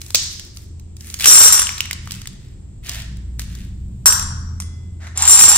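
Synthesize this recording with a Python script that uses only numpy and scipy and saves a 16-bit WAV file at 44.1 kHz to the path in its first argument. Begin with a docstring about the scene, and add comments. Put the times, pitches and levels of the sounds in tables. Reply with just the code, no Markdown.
"""A bare, echoing kitchen; a glass bowl holding a heap of hard mints, close to a two-port microphone.
Two paper rolls of mints snap open and empty onto the heap; the wrappers crackle and are put aside.
One last mint is dropped in, then a hand takes hold of the bowl and swirls it.
Each contact is a noise crack that also kicks the bowl's decaying modes; paper is creases and grainy noise.
Wavering sine hum, rumble and hiss lie behind; a limiter and clipping bound the loudest peaks."""
import sys
import numpy as np
from scipy import signal
from scipy.fft import rfft, irfft, next_fast_len
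from scipy.io import wavfile
from scipy.ndimage import uniform_filter1d, minimum_filter1d

SR = 44100
rng = np.random.default_rng(int(sys.argv[2]) if len(sys.argv) > 2 else 0)


def unload_wav(signal):
    """Save mono or channel-first audio to the path in sys.argv[1] as 16-bit WAV at rate SR, clipped to [-1, 1]."""
    wavfile.write(
        sys.argv[1],
        SR,
        np.round(np.clip(np.atleast_2d(signal).T, -1, 1) * 32767).astype(np.int16),
    )


N = 245637
T = np.arange(N) / SR  # time [s]

# All table levels are relative: each source adds its own overall gain.
# single mint strikes, from hard knocks to light taps:
# (time [s], level [dB], glass ring [dB], share on the free wall [0-1])
STRIKES = [(1.2572, 10, -4, 0.1), (1.2715, 14, 6.5, 0.07), (1.342, 9, 6, 0.6), (1.385, 7.5, 10.5, 0.07),
           (1.428, 10, 4, 0), (1.458, 2, 8, 0.08), (1.524, 6, 9.5, 0.16), (1.553, -8, 6, 0),
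           (1.5945, -2.5, 6.5, 1), (1.619, -4, 4, 0.76), (4.058, 13, 3, 0.18), (4.0755, -8.5, 6, 0.3),
           (4.082, -6.5, 8, 0), (4.101, -13, 4.5, 0), (4.1245, -8.5, 5.5, 0), (4.1955, -9, -8, 0),
           (4.2262, -16, -1, 0.18), (4.6018, -14.5, -4.5, 1), (4.622, -22, -17, 0.68), (5.1752, -11, 5, 0),
           (5.2955, 5.5, 4.5, 0.1), (5.394, 3, 0, 0), (5.420, 11, 2, 0), (5.438, 7.5, 1, 0.5),
           (5.5595, 2, -5, 0)]
# bowl modes, damped by the mints lying on the glass: (frequency [Hz], t60 [s], struck through the heap [dB],
# struck on the free wall [dB], change once a hand holds the bowl [dB], left minus right [dB])
BOWL_MODES = [(1094, 0.076, -19, -20.5, -12, 3), (2046, 1.5, -54, -19, -6, 0), (2053, 1.2, -56, -25, -6, 0),
              (3391, 1.0, -48, -18, -6, 0), (4963, .7, -36, -14, -6, 0), (5604, 0.058, -2.5, -16, -3.5, 5),
              (5664, 0.15, -4.5, -17.5, -3, 2), (5725, 0.49, -6.5, -16.5, -12, 1),
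              (5814, 0.11, -4, -10, -5, 5.5), (7420, 0.06, 6.5, -13, 4, 4),
              (7496, 0.24, -2, -13.5, -7.5, 4), (7553, 0.54, -9.5, -16.5, -10, -0.5),
              (8130, 0.044, -3, -15, -1.5, 0), (8947, 0.12, -4.5, -12.5, 0, -1),
              (9163, 0.07, -6, -2, 0, -10), (8980, .12, -7, 2, 6, -1), (10030, 0.068, -17.5, -6, 6.5, -8.5),
              (10830, .1, -11.5, -10.5, 2.5, -8.5), (10957, 0.15, -9.5, -14, -6, -3),
              (11920, 0.092, -5.5, -22.5, -5.5, -1), (12980, 0.36, -11, -24.5, -2.5, -2),
              (13630, 0.14, -12.5, -18.5, -5, 0.5), (14280, .1, -23.5, -30, 4, -5.5)]
# mints landing hard enough to thump the bowl on its mat: (time [s], level [dB])
THUMPS = [(1.28, -15.5), (1.313, -14.5), (1.333, -10.5), (1.383, -17), (1.412, -16), (1.458, -18.5),
          (4.058, -13)]
# single wrapper creases giving way, loud and faint: (time [s], level [dB], pitch [Hz], crispness [dB])
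CREASES = [(0.0163, -23, 2900, 5.5), (.0643, -27, 6600, -2), (0.105, -19.5, 7000, 1),
           (0.396, -18, 3140, -2), (.571, -32, 2650, 9), (.797, -39.5, 4020, 5.5), (0.9673, -28.5, 6200, 0),
           (1.0083, -26, 5100, 0), (1.0783, -34, 6000, 2.5), (1.1007, -23.5, 6050, 3),
           (1.1416, -16, 6640, 3.5), (1.1902, -22.5, 5060, 2), (1.209, -16, 3094, 1.5),
           (1.243, 1, 3000, -3), (1.670, -4.5, 2960, -20), (1.692, -5, 2300, -10), (1.7808, -21.5, 2404, 5),
           (1.8058, 4, 2880, -11), (1.856, -15.5, 2170, -6), (1.9106, -3.5, 2130, -9),
           (1.9301, -19, 3000, 7.5), (2.074, -17, 1232, -10), (2.109, -18, 3160, 1),
           (2.1197, -18, 4190, 4.5), (2.1402, -24, 3020, -1), (2.217, -25.5, 2970, 1.5),
           (2.257, -19.5, 1994, -10), (2.2727, -18, 3397, 2), (2.894, -12.5, 4200, 2), (3.17, -36, 5000, 3),
           (3.3946, -16.5, 1670, 3), (3.5513, -32, 3530, 5)]
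# strokes of paper over mints and fingers: (start [s], rise [s], length [s], level [dB], treble [dB])
RUBS = [(0, .01, 0.23, -52, 10), (.14, .02, .33, -49.5, 6), (0.527, 0.037, 0.096, -57.5, 8.5),
        (0.976, 0.11, 0.28, -46, 7), (1.186, 0.069, 0.061, -20.5, 2), (1.657, 0.035, 0.217, -40.5, -6),
        (2.007, 0.11, 0.203, -44, -4), (2.274, 0.0575, 0.253, -58, -10), (2.825, .06, 0.18, -34.5, -3),
        (3.386, 0.014, 0.0144, -40, 2), (3.464, 0.057, .18, -48.5, -2.5)]
# hands brushing the mat and taking hold of the bowl: (start [s], length [s], level [dB])
BRUSHES = [(2.852, .17, -49.5), (4.992, .08, -49.5), (5.14, 0.043, -43.5)]
# colours of noise, all listed as (frequency [Hz], relative density [dB]):
# mint on mint
CLACK_COLOUR = [(100, -17), (300, -23), (600, -23.5), (900, -6), (1300, 2), (2000, -2.5), (3200, -3.5),
                (5000, 1), (7000, 6.5), (9000, 4.5), (11000, -7), (13500, -7.5), (15500, -24)]
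# bowl pushed into its mat
THUMP_COLOUR = [(100, -11.5), (230, -4.5), (380, -0.5), (550, 3), (800, -11.5), (1500, -24), (4000, -52)]
# mints sliding on glass
SLIDE_COLOUR = [(300, -29), (600, -25), (800, 3), (1150, -1.5), (1700, -7.5), (3000, -5), (8000, 0),
                (15500, -39)]
# rolls breaking open
SNAP_COLOUR = [(100, -25), (300, -12.5), (800, -19.5), (1600, -14), (2700, -5.5), (4000, 2), (6000, 4),
               (8200, 0), (10000, -16.5), (15500, -7)]
# crisp tick of a crease
CRISP_COLOUR = [(200, -30), (800, -9.5), (2000, -3), (5000, 6.5), (8500, 5.5), (11000, -5.5), (15500, -5.5)]
# body of rubbing paper
RUB_COLOUR = [(200, -19), (650, -16.5), (1100, -1), (2000, 10), (3500, 9), (6500, -3.5), (9000, -19.5),
              (15000, -31)]
# treble of rubbing paper
RUB_TOP_COLOUR = [(2000, -30), (6000, 1.5), (8500, 2.5), (12000, -1.5), (15500, -4.5)]
# brushing skin
SKIN_COLOUR = [(250, -16.5), (500, -7.5), (680, 8), (950, -6.5), (1300, -6), (1900, 1.5), (2700, -3),
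               (4500, -11), (9000, -22.5), (15500, -38.5)]
# fingertips skidding on the rim
SKID_COLOUR = [(500, -24.5), (1100, -6), (1500, 1), (2000, 0), (2700, -13), (7000, -10.5), (15500, -38.5)]
# background hiss
HISS_COLOUR = [(150, 4.5), (250, 0), (350, 1.5), (500, -12.5), (800, -17.5), (1500, -26.5), (3000, -25.5),
               (6500, -28), (7500, -13), (8400, -18.5), (9500, -48), (15500, -60)]
# background rumble
RUMBLE_COLOUR = [(15, -10.5), (31, 3), (45, 1), (70, -2.5), (108, 3.5), (135, 0.5), (158, -13), (182, -1),
                 (215, -11), (300, -22), (450, -59)]
# kitchen reverberation: (frequency [Hz], t60 [s])
KITCHEN = [(300, 0.2), (1000, 0.96), (2500, 0.638), (5000, 0.76), (8000, 0.51), (12000, 0.19),
           (16000, 0.16)]
# level of the low hum, as of distant traffic, and its rumble:
# (time [s], lower tone [dB], upper tone [dB], rumble [dB])
HUM = [(0.0, -52, -37, -46), (0.62, -45, -46.5, -45.5), (0.73, -47, -32.5, -44), (1.58, -39.5, -44, -43),
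       (1.86, -46, -32.5, -41.5), (2.08, -49, -39, -38.5), (2.57, -44, -50, -41.5),
       (2.62, -36, -37.5, -42.5), (2.82, -42.5, -59.5, -42), (2.9, -39, -43, -40.5),
       (3.13, -31.5, -54, -36), (3.27, -29, -35.5, -38.5), (3.46, -31.5, -53, -35),
       (3.86, -30, -33.5, -35.5), (3.91, -31.5, -42, -36), (4.3, -41.5, -27, -33), (5.27, -49, -33.5, -44),
       (5.57, -43.5, -36.5, -39)]
# centre frequencies of the hum: (lower tone [Hz], upper tone [Hz])
HUM_HZ = (60.3, 82.2)

PORT_LAG = 3  # samples by which the right port hears shared sound later
TICK_SIZE = 4096  # samples in one short burst
GRIP_S = 5.0  # a hand holds the bowl from here on
# the rolls empty in a rush that thins out as they drain
POUR_S, POUR_RISE_S, POUR_LENGTH_S, POUR_STOP_T60_S = 1.25, 0.077, .37, .17
POUR_DB, POUR_SAG_DB_PER_S, POUR_RING_DB = -18.5, 52, 3.5
# the swirl gathers speed, then keeps the heap rolling and sliding
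SWIRL_S, SWIRL_RISE_S, SWIRL_DB, SWIRL_RING_DB = 5.15, 0.1374, -26.5, 5.5
SLIDE_RISE_S, SLIDE_DB = 0.079, -21
# small creases while paper is handled: level relative to the rubbing, middle pitch, crispness
CRINKLE_DB, CRINKLE_HZ, CRINKLE_CRISP_DB = 16, 3220, 2.5
RUB_SAG_DB_PER_S, RUB_T60_S = 25.5, .2
BRUSH_RISE_S, BRUSH_T60_S = 0.025, 0.11
# fingertips skid on the rim as they close on it
SKID_RISE_S, SKID_LENGTH_S, SKID_DB, SKID_T60_S = 0.021, 0.0664, -42, 0.21


def mint_contacts():
    """Single strikes, the pour and the swirled heap, in order of time."""
    flow = undb(POUR_DB) * gesture(POUR_S, POUR_RISE_S, POUR_LENGTH_S, POUR_STOP_T60_S, POUR_SAG_DB_PER_S)
    poured = tumble(flow, POUR_RING_DB, rate=190, spread_db=24)
    swirl_flow = undb(SWIRL_DB) * swirl(SWIRL_RISE_S) ** 2
    swirled = tumble(swirl_flow, SWIRL_RING_DB, rate=170, spread_db=25)
    contacts = np.vstack([STRIKES, poured, swirled])
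    return contacts[np.argsort(contacts[:, 0])]


def tumble(flow, ring_db, rate, spread_db):
    """Random contacts, as rows like STRIKES, whose power follows the flow."""
    chance = rng.random((2048, 2))
    times = (np.arange(len(chance)) + 2 * chance[:, 0]) / rate
    size = undb(spread_db * chance[:, 1])
    size = size / np.sqrt(np.mean(size ** 2) * rate / SR)
    size = size * np.interp(times, T, flow, right=0)
    level_db = 20 * np.log10(size + 1e-9)
    rows = np.column_stack([times, level_db, ring_db + 0 * times, 0 * times])
    return rows[size > .01]  # the faintest are left out


def swirl(rise):
    """Gain of the swirl, which builds up and stays."""
    return np.clip((T - SWIRL_S) / rise, 0, 1)


def clacks(contacts):
    """Sugar on sugar: a dry crack, coloured anew by each pair of mints, and a brief chatter of the heap."""
    out = np.zeros((2, N))
    hz, db = np.transpose(CLACK_COLOUR)
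    shapes = []
    for _ in range(24):  # a stock of pairs, used in turn
        pair_colour = np.column_stack([hz, db + 4.5 * rng.standard_normal(len(hz))])
        crack = tick(pair_colour, t60=.007, alike=.7)
        chatter = undb(-6) * tick(CLACK_COLOUR, t60=.04, alike=.5)
        shapes.append(crack + chatter)
    for k, (s, level_db, _, _) in enumerate(contacts):
        add(out, s, undb(level_db + 12.5) * shapes[k % len(shapes)])
    return out


def glass(contacts, port_phase, scatter_db, detune, touch_db):
    """Every contact rings the bowl; random strength and phase per mode stand for where it lands."""
    s, db, ring_db, wall = contacts.T
    wall = np.clip(wall, 0, 1)
    out = np.zeros((2, N))
    at = np.clip(s * SR, 0, N - 1).astype(int)
    gaps = np.minimum(np.diff(at, append=N), SR)  # a ring sounds for 1 s at most before the next contact
    for hz, t60, heap_db, wall_db, held_db, pan_db in BOWL_MODES:
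        size, lean, turn, bearing, load = (rng.random((1024, 5))[:len(s)] - .5).T
        place_db = (1 - wall) * heap_db + wall * wall_db
        push_db = db + ring_db + place_db + (s > GRIP_S) * held_db + scatter_db * size
        side_db = (pan_db + scatter_db * lean) / 2
        left = undb(push_db + side_db)
        right = undb(push_db - side_db) * np.exp(-1j * (port_phase + 2 * bearing))
        push = np.exp(2j * np.pi * turn) * np.array([left, right])
        # the shifting heap loads the glass, so the pitch moves a little at every contact
        poles = 2j * np.pi * hz * (1 + detune * load * (1 - wall)) - np.log(1000) / t60
        state = np.zeros(2, complex)
        for start, gap, kick, pole in zip(at, gaps, push.T, poles):
            # a landing mint also takes some of the ringing away
            kicked = state * undb(-abs(touch_db)) + kick
            ring = kicked[:, None] * np.exp(pole * T[:gap + 1])
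            out[:, start:start + gap] += ring[:, :-1].imag
            state = ring[:, -1]
    return out


def thumps():
    """The heaviest landings push the whole bowl into its mat."""
    out = np.zeros((2, N))
    for s, db in THUMPS:
        add(out, s, undb(db + 14.5) * tick(THUMP_COLOUR, t60=0.019, alike=1.0))
    return out


def sliding():
    """The swirled heap scrapes and rolls over the ribbed glass: finely grained noise."""
    scrape = grain(size_db=1.0, size=130) * noise(SLIDE_COLOUR, N, alike=0.902)
    return undb(SLIDE_DB) * swirl(SLIDE_RISE_S) * scrape


def snap():
    """The rolls break open with a sharp crack, thrown back by a nearby surface; returns near and room parts."""
    near, far = np.zeros((2, N)), np.zeros((2, N))
    crack = undb(30.0) * tick(SNAP_COLOUR, t60=.011, alike=.8)
    thump = undb(11) * tick(THUMP_COLOUR, t60=0.0083, alike=0.66)
    add(near, .1464, crack + thump)
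    add(near, .1547, undb(16.0) * tick(SNAP_COLOUR, t60=0.014, alike=0.23))  # off the surface
    pulse = colour(signal.unit_impulse(512, 64), SNAP_COLOUR)
    add(far, .146, undb(14.5) * np.array([pulse, pulse]))
    return near, far


def creases(rows):
    """Creases buckle: a few cycles of the paper tube and a crisp tick."""
    out, t = np.zeros((2, N)), T[:TICK_SIZE]
    for s, db, hz, crisp_db in rows:
        tube = unit(np.cos(2 * np.pi * hz * t) * fade(t, .0055))
        crisp = undb(crisp_db + 6.5) * tick(CRISP_COLOUR, t60=0.017, alike=0.49)
        pop = np.array([tube, np.roll(tube, PORT_LAG)]) + crisp
        add(out, s, undb(db + 7) * pop)
    return out


def crinkles(handling, rate, spread_db):
    """Random small creases, as rows like CREASES, as strong as the paper is being handled."""
    when, size, pitch = rng.random((512, 3)).T
    times = (np.arange(len(when)) + when) / rate
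    handling_db = 20 * np.log10(np.interp(times, T, handling, right=0) + 1e-9)
    db = handling_db + CRINKLE_DB + spread_db * (size - 1)
    hz = CRINKLE_HZ * 2 ** (2 * pitch - 1)  # within an octave either way
    rows = np.column_stack([times, db, hz, CRINKLE_CRISP_DB + 0 * times])
    return rows[db > -60]


def strokes():
    """Gain of the paper's rubbing, for its body and for its treble."""
    each = np.array([undb(db) * gesture(s, rise, length, RUB_T60_S, RUB_SAG_DB_PER_S)
                     for s, rise, length, db, _ in RUBS])
    treble_gain = undb(np.array(RUBS)[:, 4])
    return each.sum(axis=0), treble_gain @ each


def rubbing(body, top):
    """Paper slides in tiny catches, grainier in the treble; skin brushes more softly and lower."""
    catches = grain(size_db=4.5, size=50)
    paper = body * catches ** 0.55 * noise(RUB_COLOUR, N, alike=0.85)
    paper_top = top * catches * noise(RUB_TOP_COLOUR, N, alike=0.45)
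    hands = sum(undb(db) * gesture(s, BRUSH_RISE_S, length, BRUSH_T60_S) for s, length, db in BRUSHES)
    skin = hands * noise(SKIN_COLOUR, N, alike=1.0)
    fingertips = undb(SKID_DB) * gesture(GRIP_S, SKID_RISE_S, SKID_LENGTH_S, SKID_T60_S)
    skid = fingertips * grain(size_db=3, size=120) * noise(SKID_COLOUR, N, alike=.6)
    return paper + paper_top + skin + skid


def kitchen(x):
    """Diffuse echo of hard walls, unrelated at the two ports; each band of noise has its own decay."""
    t = T[:SR]
    f = np.fft.rfftfreq(len(t), 1 / SR)
    hz, t60 = np.transpose(KITCHEN)
    wash = rfft(rng.standard_normal((2, len(t))))
    tail = 0
    for band, decay in zip(np.eye(len(hz)), t60):  # overlapping triangular bands
        tail = tail + irfft(wash * np.interp(f, hz, band)) * fade(t, decay)
    tail = unit(tail * np.clip((t - .004) / 0.0033, 0, 1))  # silent for the first 4 ms
    return signal.fftconvolve(x, tail, axes=1)[:, :N]


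def background():
    """Two wavering hum tones, a rumble that swells and sinks, and a faint steady hiss."""
    s, *columns = np.transpose(HUM)
    *tone_db, rumble_db = (np.interp(T, s, c) for c in columns)
    hum = 0
    for hz, db in zip(HUM_HZ, tone_db):
        level = undb(db + 3 + 1.6 * walk(6.5))
        hum = hum + level * np.sin(2 * np.pi * hz * T + .5 * walk(3.8))
    rumble = undb(rumble_db + 3) * noise(RUMBLE_COLOUR, N, alike=0.977)
    hiss = undb(-47.5) * noise(HISS_COLOUR, N, alike=0.31)
    return hum + rumble + hiss


def undb(db):
    """Decibels to gain."""
    return 10 ** (np.asarray(db) / 20)


def unit(x):
    """Scale to unit energy per channel, on average."""
    return x / np.sqrt(np.sum(x ** 2) / len(np.atleast_2d(x)))


def add(out, s, sound):
    """Mix a stereo sound in at time s."""
    i = int(np.clip(s * SR, 0, N - 1))
    out[:, i:i + sound.shape[1]] += sound[:, :N - i]


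def colour(x, spectrum):
    """Filter by a (frequency [Hz], density [dB]) outline that keeps the power of white noise."""
    hz, db = np.transpose(spectrum)
    f = np.fft.rfftfreq(x.shape[-1], 1 / SR)
    gain = undb(np.interp(np.log(f + 1), np.log(hz), db))
    return irfft(rfft(x) * gain / np.sqrt(np.mean(gain ** 2)), x.shape[-1])


def noise(spectrum, size, alike):
    """Coloured noise at two microphone ports; the shared part reaches the left one first."""
    white = rng.standard_normal((3, next_fast_len(size)))
    shared, *own = colour(white, spectrum)[:, :size]
    alike = np.clip(alike, 0, 1)  # shared part of the power
    both = np.array([shared, np.roll(shared, PORT_LAG)])
    return np.sqrt(alike) * both + np.sqrt(1 - alike) * np.array(own)


def fade(t, t60):
    """Exponential decay by 60 dB in t60 seconds."""
    return np.exp(-np.log(1000) * t / t60)


def tick(spectrum, t60, alike):
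    """One short decaying noise burst of unit energy."""
    return unit(noise(spectrum, TICK_SIZE, alike) * fade(T[:TICK_SIZE], t60))


def gesture(start, rise, length, t60, sag=0):
    """Gain of one movement: it rises, holds while sagging by some dB per second, and dies away."""
    t = T - start
    sagging = undb(-sag * np.clip(t - rise, 0, length))
    return np.clip(t / rise, 0, 1) * sagging * fade(np.maximum(t - length, 0), t60)


def grain(size_db, size):
    """Tiny catches of uneven strength, each lasting size samples, as a gain of unit power."""
    strength_db = size_db * np.minimum(rng.exponential(size=N // size + 1), 5)
    catches = np.repeat(undb(strength_db), size)[:N]
    return catches / np.sqrt(np.mean(catches ** 2))


def walk(rate):
    """Slow smoothed random wander, with rate new knots per second."""
    knots = rng.standard_normal(512)
    return uniform_filter1d(np.interp(T * rate, np.arange(len(knots)), knots), int(SR / rate / 2))


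def scene():
    """Mints, glass and paper close to the microphone, each sounding into the kitchen."""
    contacts = mint_contacts()
    mints = clacks(contacts) + thumps() + sliding()
    bowl = undb(-16.0) * glass(contacts, port_phase=2.11, scatter_db=10.5, detune=0.0065, touch_db=1.5)
    handling, treble = strokes()
    small_creases = crinkles(handling, rate=65, spread_db=16)
    paper = creases(np.vstack([CREASES, small_creases]))
    crack, crack_far = snap()
    rub = rubbing(handling, treble)
    to_room = undb(-10.5) * mints + undb(-11.5) * bowl + undb(-11.5) * paper + crack_far + undb(-6.0) * rub
    return mints + bowl + paper + crack + rub + kitchen(to_room) + background()


def record(dry):
    """A fast limiter holds peaks to about twice full scale, the rest clips; the top is cut at 15.6 kHz."""
    gain = np.minimum(1, 2.04 / (np.abs(dry).max(axis=0) + 1e-9))
    gain = uniform_filter1d(minimum_filter1d(gain, size=65), size=65)
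    clipped = np.clip(dry * gain, -1, 1)
    top_cut = signal.ellip(8, .2, 70, 15600, fs=SR, output="sos")
    return signal.sosfilt(top_cut, clipped)


dry = scene()
out = record(dry)
unload_wav(out)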